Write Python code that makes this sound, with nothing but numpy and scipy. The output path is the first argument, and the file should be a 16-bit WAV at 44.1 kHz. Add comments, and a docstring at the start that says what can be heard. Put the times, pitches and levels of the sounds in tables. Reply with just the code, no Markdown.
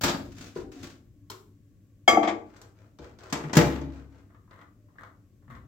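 """In a small hard kitchen with a low mains hum, a glass bowl is slid off a counter into a microwave oven.
It lands on the turntable, rings and rocks; the door shuts with a deep clunk and a timer dial clicks round.
Blows are decaying sine waves (rings) or short bursts of coloured noise (cracks); rubbing is uneven noise.
Echoes made from fading noise are added to each source, then two microphones colour the sound."""
import sys
import numpy as np
from scipy import signal
from scipy.fft import rfft, irfft, next_fast_len
from scipy.io import wavfile

SR = 44100
rng = np.random.default_rng(int(sys.argv[2]) if len(sys.argv) > 2 else 0)


def output_pcm(signal):
    """Save a mono or channel-first signal as 16-bit PCM at the path in sys.argv[1].

    Samples are clipped to [-1, 1] before scaling.
    """
    pcm = np.clip(np.atleast_2d(signal).T, -1, 1) * 32767
    wavfile.write(sys.argv[1], SR, np.round(pcm).astype(np.int16))


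N = 250047
T = np.arange(N) / SR
AGE = T[:SR]  # time since a blow, up to one second

# In all tables, fade time means the seconds a sound takes to drop by 60 dB.

# Low rumble. Each row: frequency in Hz, level in dB.
RUMBLE_COLOUR = [(15, -51), (25, -22.5), (43, -2.5), (70, -13.5), (102, 1.5), (125, -14), (233, -17),
                 (254, -23.5), (290, -10), (316, -20), (423, -29.5), (590, -35), (800, -45), (1040, -78.5),
                 (1760, -120)]
# Faint air noise. Each row: frequency in Hz, level in dB.
AIR_COLOUR = [(290, -35), (500, -2), (553, -7), (933, -21), (1110, -1.5), (1210, -14.5), (1690, -10),
              (3590, -17.5), (4150, -19), (6700, -16.5), (16000, -25)]
RUMBLE_DB, AIR_DB = -57, -79.5

# Likeness of the two ears. Each row: frequency in Hz, likeness (1 is identical).
EAR_LIKENESS = [(100, 0.87), (300, 0.94), (600, 0.79), (1100, 0.31), (2200, 0.2), (4500, .05), (15000, .05)]
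# How long echoes last. Each row: frequency in Hz, fade time in seconds.
ROOM_FADE = [(100, 1), (300, 0.55), (800, 0.38), (2000, 0.32), (6000, 0.33), (14000, 0.46)]
# Tone of the echoes. Each row: frequency in Hz, level in dB.
ROOM_COLOUR = [(60, -5), (150, -12.5), (300, 1.5), (700, 5), (15000, -4.5)]
# Tone of the microphones. Each row: frequency in Hz, level in dB.
MIC_COLOUR = [(40, -6), (150, 3), (500, 1), (2000, 0.5), (8200, 4), (9000, -3), (9600, -7), (10500, 2.5),
              (12000, 5), (15500, 8.5)]
# Louder left side. Each row: frequency in Hz, left over right in dB.
LEFT_LEAD = [(60, 3.5), (150, 2), (600, 2.5), (2200, 4.5), (4500, 1), (8000, 0), (13000, 3)]
EDGE_HZ = 15950  # top of the recorded band

# Light clicks of fingers, glass and hinge. Each row: start in seconds, level in dB, brightness in Hz.
TICKS = [(0.411, -48.5, 8640), (0.901, -55, 6160), (1.301, -40.5, 18000), (1.316, -40, 6000),
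         (2.565, -54.5, 8950), (2.615, -48, 10000), (2.987, -48, 4500), (3.187, -51, 6000),
         (3.234, -53, 8000), (3.3, -48.5, 8240)]
# Tone of a light click. Each row: frequency in Hz, level in dB.
TICK_COLOUR = [(180, -38.5), (300, -17.5), (384, -3.5), (509, -27.5), (1050, -12), (2610, -25.5),
               (3020, -21.5), (4210, -20.5), (6150, -21), (7750, -21.5), (9290, -30), (12500, -26),
               (15500, -32.5)]
TICK_FADE_S = 0.068
# Hands press on the counter and the oven. Each row: start in seconds, level in dB.
NUDGES = [(.2, -39), (0.568, -39.5), (.76, -50), (1.052, -50.5), (1.284, -57.5), (1.58, -55.5),
          (2.092, -41), (2.99, -48.5), (5.473, -41), (5.551, -46)]
# Tone of a soft push. Each row: frequency in Hz, level in dB.
PUSH_COLOUR = [(20, -23.5), (45, -4.5), (75, -1), (105, 0.5), (160, -14.5), (260, -18.5), (600, -53),
               (3000, -93)]
# Sleeve and hinge rub as the arm draws back and the door swings.
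# Each row: start in seconds, length in seconds, level in dB.
SWEEPS = [(2.45, 0.12, -65), (2.528, 0.11, -62), (2.745, 0.1, -66), (3.005, 0.047, -53), (3.185, 0.35, -54),
          (3.91, 0.07, -54), (4.1, 0.091, -64.5)]
SWEEP_ATTACK_S, SWEEP_SAG_DB_PER_S, SWEEP_RELEASE_S = 0.03, 15.5, 0.3
# Tone of the rub. Each row: frequency in Hz, level in dB.
RUB_COLOUR = [(240, -22), (400, -0.5), (432, -5), (570, -5), (1070, -11.5), (1290, -6.5), (3530, -22.5),
              (6640, -26.5), (9610, -37.5), (11800, -52.5), (16000, -40.5)]

# The timer dial is twisted. Each row: start in seconds, length in seconds, level in dB.
TWISTS = [(4.29, .06, -71), (4.502, 0.13, -60.5), (4.988, 0.1, -57), (5.497, 0.08, -56)]
TWIST_ATTACK_S, TWIST_SAG_DB_PER_S, TWIST_RELEASE_S = 0.006, 38, 0.074
GRIP_LEAD_S, GRIP_DB = 0.073, -22.5  # before each twist the fingers take up the slack, this much softer
# The dial clicks round. 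Each row: start in seconds, level in dB.
DETENTS = [(4.302, -57), (4.346, -54), (4.477, -58.5), (4.51, -49), (4.59, -50.5), (4.614, -49.5),
           (4.885, -58.5), (4.956, -57), (4.983, -51.5), (5.034, -47.5), (5.423, -60), (5.479, -54.5),
           (5.501, -51.5), (5.551, -48.5)]
DETENT_HZ, DETENT_DB_PER_OCTAVE = 5400, 5  # brightness of the firmest click; softer clicks are duller
# Tone of the dial in its plastic panel. Each row: frequency in Hz, level in dB.
DIAL_COLOUR = [(250, -10), (500, -10), (850, -10), (1200, -1), (1450, -7), (1700, -7), (2000, -5.5),
               (2400, -20.5), (3000, -22), (3700, -22), (4900, -34.5), (7000, -31), (15000, -40.5)]
# The knob catches once and rings. Each row: frequency in Hz, level in dB, fade time in seconds.
CATCH_MODES = [(1610, 1, 0.047), (1800, 0, 0.038), (1950, -9, 0.05)]

# Things bumped on the counter.
# Each row: start in seconds, clatter level in dB, thump level in dB, clatter brightness in Hz.
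BUMPS = [(0.01, -28, -45, 16000), (0.034, -16.5, -30, 11900), (0.057, -24, -33, 7000),
         (.079, -20.5, -30.5, 6000), (0.091, -26, -32.5, 7050), (0.141, -32, -28.5, 2700),
         (.2, -46.5, -39.5, 3450), (.562, -34.5, -36.5, 1570), (0.831, -55, -48.5, 9100)]
# Tone of the clatter. Each row: frequency in Hz, level in dB.
CLATTER_COLOUR = [(24, -40.5), (40, -16), (69, 1), (114, -9), (158, -4), (368, -7.5), (496, -13), (577, -8),
                  (740, -13), (1380, -9), (2570, -15), (4570, -15), (7520, -19), (8960, -28), (15500, -24)]
CLATTER_FADE_S = 0.11
# The ringing counter top. Each row: frequency in Hz, level in dB, fade time in seconds.
COUNTER_MODES = [(108.5, -20.5, .3), (161, -2, 0.18), (227.8, -5.5, 0.28), (272.4, -8.5, 0.29),
                 (343, -8.5, .3), (352, -2.5, 0.11), (623, -2, 0.046), (4550, -27.5, 0.17),
                 (4600, -19, 0.16)]
# The bowl tips on its foot as it is lifted.
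# Each row: start in seconds, level in dB, pitch in Hz, fade time in seconds.
TIPS = [(.560, -23, 384, 0.086), (.582, -34, 361, 0.14), (0.641, -37, 302, 0.24), (0.763, -41, 276, 0.31),
        (0.834, -42.5, 328, .15)]
# The bowl's foot drags over the counter in short pulls.
# Each row: start in seconds, length in seconds, level in dB.
DRAGS = [(.25, 0.15, -59.5), (.365, 0.052, -53.5), (.41, 0.12, -54.5), (.552, 0.049, -52.5),
         (.716, 0.13, -52), (.828, 0.033, -47), (.897, 0.011, -50.5)]
DRAG_ATTACK_S, DRAG_SAG_DB_PER_S, DRAG_RELEASE_S = 0.00506, 32.5, 0.16  # a pull catches, eases off and stops
# Tone of the dragging. Each row: frequency in Hz, level in dB.
SLIDE_COLOUR = [(240, 5), (400, -1), (964, -11), (1230, -6.5), (1400, -5), (3120, -9.5), (6640, -11.5),
                (7990, -19), (9320, -18.5), (11200, -28.5), (16000, -30)]

# Latch hooks touch, ride up and drop as the door shuts and bounces.
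# Each row: start in seconds, latch level in dB, case thud level in dB, latch brightness in Hz.
DOOR_BLOWS = [(2.991, -59, -38.5, 1500), (3.325, -21, -31.5, 11070), (3.352, -27.5, -37, 3085),
              (3.401, -33.5, -40, 1900), (3.437, -33, -33, 2500), (3.495, -35.5, -38, 2480),
              (3.531, -23, -42.5, 8770), (3.552, -22.5, -26.5, 16000), (3.568, -11.5, -10.5, 19000),
              (3.587, -25, -14.5, 12000), (3.61, -32, -23.5, 9000), (3.652, -34.5, -32, 12000),
              (3.812, -45, -32, 6900)]
# Tone of the latch. Each row: frequency in Hz, level in dB.
LATCH_COLOUR = [(88, -42.5), (150, -6), (352, -11), (561, -21), (930, -15), (1540, -19), (1940, -17),
                (2360, -22), (3160, -24), (3620, -26), (6860, -25.5), (9360, -36.5), (14100, -40),
                (15500, -41)]
LATCH_FADE_S = 0.074
# Sheet steel case and door. Each row: frequency in Hz, level in dB, fade time in seconds.
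CASE_MODES = [(68.8, -15.5, 1.7), (82.3, -17.5, 0.1), (138.2, -15, 0.87), (159, -2.5, 0.061),
              (171, -12, .12), (206.2, -12.5, 0.047), (242.5, -18.5, 0.92), (275, -18.5, 0.97),
              (323.8, -5, 0.19), (360.2, -10.5, 0.11), (415, -12, 0.12), (481, -12.5, 0.2),
              (593.8, -12, 0.3), (692, -26, 0.42), (857, -16.5, 0.26), (980, -22, 0.098), (2360, -26, .3),
              (3284, -51.5, .8), (3920, -42, 0.77)]
SLAM_S = 3.568  # the door meets the frame
# Loose panels shiver after the slam.
RATTLE_DB, RATTLE_ATTACK_S, RATTLE_RELEASE_S, RATTLE_HZ = -25, 0.02, 0.55, 3400

# The rim grazes the oven, damped by the hand.
# Each row: frequency in Hz, level in dB, fade time in seconds.
GRAZE_MODES = [(382.5, -8.0, 0.13), (883, -3.5, 0.088), (1034, 0.0, 0.081), (1510, -15.5, 0.058),
               (3130, -2.5, 0.057), (4220, 2, 0.053), (5270, 0.5, 0.046)]
# The bowl lands and rocks on the turntable. 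Each row: start in seconds, glass ring level in dB,
# plate knock level in dB, oven body level in dB, brightness of glass and clack in Hz, clack level in dB.
LANDINGS = [(2.0771, -13, -9, -27, 14400, -18), (2.090, -22, -31, -30.5, 3500, -23),
            (2.125, -33, -30.5, -21, 2500, -25), (2.1711, -21, -9.5, -19, 1480, -32.5),
            (2.228, -34, -23, -29, 3380, -23), (2.25, -35.5, -34.5, -33, 2980, -49),
            (2.273, -29, -23, -24.5, 3580, -20), (2.321, -51, -64, -27.5, 1950, -46)]
# The glass bowl. Each row: frequency in Hz, level in dB, fade time in seconds.
GLASS_MODES = [(1153, -8.5, 0.7), (1282, -11.5, 0.42), (1331, -3.5, 0.062), (1573, -18.5, .14),
               (1726, -7.5, 0.082), (2080, -18.5, 0.75), (2162, -2, 0.2), (2192, 0.5, 0.14),
               (2240, -15, .16), (2323, -21, 0.73), (2590, -15, 0.15), (3100, -14, 0.086),
               (3255, 1.5, 0.09), (3436, -20, 0.13), (3710, -24.5, 0.14), (4100, -23.5, 0.18),
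               (4910, -7.5, 0.17), (6060, -26, 0.13), (6020, -21, 0.34), (6970, -16.5, 0.19),
               (6850, -22.5, 0.2), (6960, -21.5, .14), (7440, -28.5, .25), (8260, -24, 0.14),
               (8350, -28.5, 0.17), (9940, -33.5, 0.38), (12060, -31, .19), (12378, -35, .2),
               (13930, -35, 0.18), (14848, -30.5, 0.13)]
# The turntable plate. Each row: frequency in Hz, level in dB, fade time in seconds.
TURNTABLE_MODES = [(563.5, -14, 0.15), (669, -7, 0.12), (713, -2.5, 0.13), (787, -3.5, 0.16),
                   (790, 1, 0.11), (851, -11.5, 0.12)]
# The oven floor and the cavity under it. Each row: frequency in Hz, level in dB, fade time in seconds.
CAVITY_MODES = [(211.2, -13.5, 0.41), (243, -11.5, .28), (299.3, -7.5, 0.33), (328, 2, 0.17),
                (379, -13.5, .18), (415, -11.5, 0.11), (455.5, -10.5, 0.28), (534, -16.5, 0.063)]
# Tone of the landing clack. Each row: frequency in Hz, level in dB.
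CLACK_COLOUR = [(100, -29), (230, -16.5), (480, -8.5), (740, -13.5), (1000, -11.5), (1300, -18.5),
                (1800, -16), (2300, -15.5), (2800, -27.5), (3300, -21), (4300, -29), (7500, -23),
                (9500, -47), (15000, -42)]
CHATTER_COUNT, CHATTER_GAP_S, CHATTER_DB = 3, 0.006, -12  # bounces, mean gap, step from bounce to bounce
HAND_S, HAND_DAMP_DB_PER_S = 2.302, 126  # from this time the hand steadies the bowl and damps its ring


def amp(db):
    """Turns decibels into a gain."""
    return 10 ** (np.asarray(db) / 20)


def evened(x):
    """Scales a sound to an average (rms) level of 1."""
    return x / np.sqrt(np.mean(x ** 2) + 1e-20)


def read(points, hz):
    """Reads a table between its rows, on a log-frequency axis."""
    f, value = np.transpose(points)
    return np.interp(np.log(hz + 1), np.log(f + 1), value)


def add(mix, s, sound):
    """Lays a sound into the mix at time s."""
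    part = mix[:, max(round(s * SR), 0):][:, :sound.shape[-1]]
    part += sound[..., :part.shape[1]]


def coloured(x, spectrum):
    """Gives two unrelated signals a tone; the bass is alike in both ears, the treble is not."""
    hz = np.fft.rfftfreq(x.shape[1], 1 / SR)
    left, other = rfft(x)
    same = np.clip(read(EAR_LIKENESS, hz), -1, 1)
    right = same * left + np.sqrt(1 - same ** 2) * other
    return evened(irfft(np.array([left, right]) * amp(read(spectrum, hz)), x.shape[1]))


def soften(x, hz):
    """A softer contact excites less treble, so a low-pass filter removes it."""
    low_pass = signal.butter(2, min(hz, 0.45 * SR), fs=SR, output="sos")
    return signal.sosfilt(low_pass, x)


def crack(spectrum, t60, rise):
    """The dense, quickly dying resonances of one blow, made from a burst of noise."""
    t = AGE[:next_fast_len(min(int(SR * t60) + 256, SR // 2))]
    noise = coloured(rng.standard_normal((2, len(t))), spectrum)
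    burst = noise * amp(-60 * t / t60) * (1 - np.exp(-t / rise))
    end_fade = np.minimum(1, 5 * (1 - t / t[-1]))
    return np.pad(burst * end_fade, [(0, 0), (0, SR - len(t))])


def ring(modes, rise, uneven_db, split):
    """Each struck mode is a close pair of tones that beats; every blow shares out the levels anew."""
    out = np.zeros((2, SR))
    for k, (hz, db, t60) in enumerate(modes):
        t = AGE[:int(SR * t60)]
        share, skew, detune = rng.standard_normal(3)
        # high modes reach the two ears out of step
        angle = np.arccos(np.clip(read(EAR_LIKENESS, hz), -1, 1)) * np.sign(skew)
        ears = np.exp(1j * angle * np.array([[0.5], [-0.5]]))
        first = 0.59 * np.exp(2j * np.pi * hz * t)
        second = 0.3 * np.exp(2j * np.pi * hz * (1 + split * detune) * t)
        level = amp(db + uneven_db * share - 60 * t / t60)
        out[:, :len(t)] += (-1) ** k * (level * (first + second) * ears).imag
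    end_fade = np.sqrt(1 - AGE)
    return out * (1 - np.exp(-AGE / rise)) * end_fade


def throb(hz, sag, length):
    """A plate flexes for a few cycles in contact; its pitch starts high and sinks towards hz."""
    t = np.arange(0, length, 1 / SR)
    pitch = hz * (1 + sag * np.exp(-t / 0.0052))
    return np.sin(2 * np.pi * np.cumsum(pitch) / SR) * signal.windows.tukey(len(t), 0.5)


def chatter(sound):
    """A hard contact bounces a few times at uneven gaps, each bounce weaker."""
    out = sound.copy()
    gaps = CHATTER_GAP_S * (0.5 + rng.random(CHATTER_COUNT))
    for k, s in enumerate(np.cumsum(gaps)):
        add(out, s, amp(CHATTER_DB * (k + 1.5)) * sound)
    return out


def friction(spectrum, slips_per_s, spread_db, smooth, slip_t60):
    """Rubbing: tiny slips of uneven size, each a short burst, over a smooth hiss."""
    sizes = amp(spread_db * np.minimum(rng.exponential(1, N), 3))
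    slips = (rng.random(N) < slips_per_s / SR) * sizes
    bursts = signal.oaconvolve(slips, amp(-60 * AGE[:4000] / slip_t60))[:N]
    return coloured(rng.standard_normal((2, N)) * (evened(bursts) + smooth), spectrum)


def strokes(rows, attack_s, sag_db_per_s, release_s):
    """Rubbing pressure: each stroke swells, sags, then drops a further 60 dB over the release."""
    out = np.zeros(N)
    for s, length, db in rows:
        age = np.maximum(T - s, 0)
        released = np.maximum(age - length, 0)
        out += np.minimum(age / attack_s, 1) * amp(db - sag_db_per_s * age - 60 * released / release_s)
    return out


def background():
    """A wavering 100 Hz mains hum, with rumble and air made from coloured noise."""
    waver = evened(signal.resample(rng.standard_normal(40), N))
    hum = amp(-61 + 0.68 * waver) * np.sin(2 * np.pi * 100 * T + 1.4 * waver)
    rumble = amp(RUMBLE_DB) * coloured(rng.standard_normal((2, N)), RUMBLE_COLOUR)
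    air = amp(AIR_DB) * coloured(rng.standard_normal((2, N)), AIR_COLOUR)
    return hum + rumble + air


def kitchen(x, wet_db):
    """Adds dense reflections from hard walls, each band dying at its own speed."""
    noise = coloured(rng.standard_normal((2, SR)), ROOM_COLOUR)
    hz, t, z = signal.stft(noise, SR, nperseg=256)
    fading = z * amp(-60 * t / read(ROOM_FADE, hz)[:, None])
    tail = signal.istft(fading, SR, nperseg=256)[1][:, :SR]
    tail = tail * (1 - np.exp(-(AGE / 0.006) ** 2))  # echoes build up over a few milliseconds
    echoes = signal.fftconvolve(x, tail / np.linalg.norm(tail[0]), axes=1)[:, :N]
    return x + amp(wet_db) * echoes


def hands():
    """Sleeve and hinge rub as uneven noise; clicks and soft pushes are short noise bursts."""
    rub = strokes(SWEEPS, SWEEP_ATTACK_S, SWEEP_SAG_DB_PER_S, SWEEP_RELEASE_S)
    out = rub * friction(RUB_COLOUR, slips_per_s=190, spread_db=3.5, smooth=0.94, slip_t60=0.014)
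    for s, db, hz in TICKS:
        add(out, s, amp(db) * soften(crack(TICK_COLOUR, TICK_FADE_S, rise=0.00027), hz))
    for s, db in NUDGES:
        add(out, s, amp(db) * crack(PUSH_COLOUR, t60=0.65, rise=0.018))
    return out


def dial():
    """The gripped knob scrapes and clicks in its hollow panel, with one faint squeak between twists."""
    grips = [(s - GRIP_LEAD_S, GRIP_LEAD_S, db + GRIP_DB) for s, _, db in TWISTS]
    turning = strokes(list(TWISTS) + grips, TWIST_ATTACK_S, TWIST_SAG_DB_PER_S, TWIST_RELEASE_S)
    out = turning * friction(DIAL_COLOUR, slips_per_s=170, spread_db=3.5, smooth=0.55, slip_t60=0.016)
    firmest_db = max(db for _, db in DETENTS)
    for s, db in DETENTS:
        panel = crack(DIAL_COLOUR, t60=0.069, rise=0.00062)
        snap = amp(-7.0) * crack(TICK_COLOUR, t60=0.033, rise=0.00024)
        brightness = DETENT_HZ * 2 ** ((db - firmest_db) / DETENT_DB_PER_OCTAVE)
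        add(out, s, amp(db) * soften(panel + snap, brightness))
    add(out, 4.984, amp(-43) * ring(CATCH_MODES, rise=0.00091, uneven_db=-2.5, split=0.017))
    squeak_hz = np.linspace(620, 575, round(0.17 * SR))
    squeak = np.sin(2 * np.pi * np.cumsum(squeak_hz) / SR) * np.hanning(len(squeak_hz))
    add(out, 4.76, amp(-69) * squeak)
    return out


def counter():
    """The bowl is bumped, dragged, tipped and lifted: blows clatter and ring, and the foot rubs."""
    pull = strokes(DRAGS, DRAG_ATTACK_S, DRAG_SAG_DB_PER_S, DRAG_RELEASE_S)
    out = pull * friction(SLIDE_COLOUR, slips_per_s=250, spread_db=11.5, smooth=0.94, slip_t60=0.048)
    for s, db, thump_db, hz in BUMPS:
        thump = amp(thump_db) * ring(COUNTER_MODES, rise=0.00091, uneven_db=2.5, split=0.048)
        clatter = amp(db) * soften(crack(CLATTER_COLOUR, CLATTER_FADE_S, rise=0.004), hz)
        add(out, s, clatter + thump)
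    for s, db, hz, t60 in TIPS:
        foot = [(hz, 0, t60), (hz * 1.3, -5, t60 * 0.33), (hz * 2.6, -17, t60)]
        add(out, s, amp(db) * ring(foot, rise=0.0014, uneven_db=-0.5, split=0.08))
    return out


def door():
    """Plastic latch hooks snap while the steel case booms and rattles and the oven jolts on its feet."""
    shiver = strokes([(SLAM_S, 0, RATTLE_DB)], RATTLE_ATTACK_S, 0, RATTLE_RELEASE_S)
    rattle = shiver * friction(LATCH_COLOUR, slips_per_s=200, spread_db=0, smooth=0.41, slip_t60=0.025)
    out = soften(rattle, RATTLE_HZ)
    for s, latch_db, thud_db, hz in DOOR_BLOWS:
        latch = amp(latch_db) * soften(crack(LATCH_COLOUR, LATCH_FADE_S, rise=0.0015), hz)
        thud = amp(thud_db) * ring(CASE_MODES, rise=0.0026, uneven_db=1.5, split=0.026)
        add(out, s, latch + thud)
    add(out, 3.43, amp(-35.5) * throb(hz=150, sag=0.79, length=0.07))  # the door flexes as the hooks ride up
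    add(out, 3.566, amp(-11.5) * throb(hz=146.5, sag=0.3, length=0.032))  # the deep clunk
    add(out, SLAM_S, amp(-33.0) * crack(PUSH_COLOUR, t60=0.76, rise=0.0028))  # the oven jolts
    return out


def bowl():
    """The rim grazes the oven; then glass meets the turntable: both ring, and the bowl rocks to rest."""
    out = np.zeros((2, N))
    add(out, 1.2995, amp(-39.5) * ring(GRAZE_MODES, rise=0.0006, uneven_db=0.5, split=0.03))
    for s, glass_db, knock_db, body_db, hz, clack_db in LANDINGS:
        glass = amp(glass_db) * ring(GLASS_MODES, rise=0.0022, uneven_db=2.5, split=0.01)
        held_s = np.maximum(s + AGE - HAND_S, 0)
        glass = chatter(glass) * amp(-HAND_DAMP_DB_PER_S * held_s)
        clack = amp(clack_db) * crack(CLACK_COLOUR, t60=0.14, rise=0.0065)
        knock = amp(knock_db) * ring(TURNTABLE_MODES, rise=0.0018, uneven_db=0.0, split=0.015)
        body = amp(body_db) * ring(CAVITY_MODES, rise=0.005, uneven_db=1.5, split=0.04)
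        add(out, s, soften(glass + clack, hz) + knock + body)
        add(out, s, amp(knock_db - 6.5) * throb(hz=723.3, sag=0.098, length=0.018))
    return out


def scene():
    """Mixes the sources, each with its own share of the room."""
    on_counter = kitchen(counter(), wet_db=-5.5)
    by_hand = kitchen(hands() + dial(), wet_db=-4.0)
    shutting = kitchen(door(), wet_db=-5.5)
    landing = kitchen(bowl(), wet_db=-11.0)
    return background() + on_counter + by_hand + shutting + landing


def record(dry):
    """Close microphones share the bass, notch the treble, favour the left, overload softly and limit the band."""
    hz = np.fft.rfftfreq(N + SR, 1 / SR)
    z = rfft(dry, N + SR)
    middle = z.mean(0)
    z = middle + (z - middle) * hz / np.hypot(hz, 110)  # left and right merge in the bass
    colour = amp(read(MIC_COLOUR, hz) + np.array([[0.5], [-0.5]]) * read(LEFT_LEAD, hz))
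    heard = irfft(z * colour, N + SR)[:, :N]
    heard = heard / (1 + (heard / 0.93) ** 8) ** (1 / 8)  # soft overload: peaks stay below 0.93
    band_limit = signal.firwin(511, EDGE_HZ, window=("kaiser", 9), fs=SR)
    return signal.oaconvolve(heard, band_limit[None], "same")


dry = scene()
out = record(dry)
output_pcm(out)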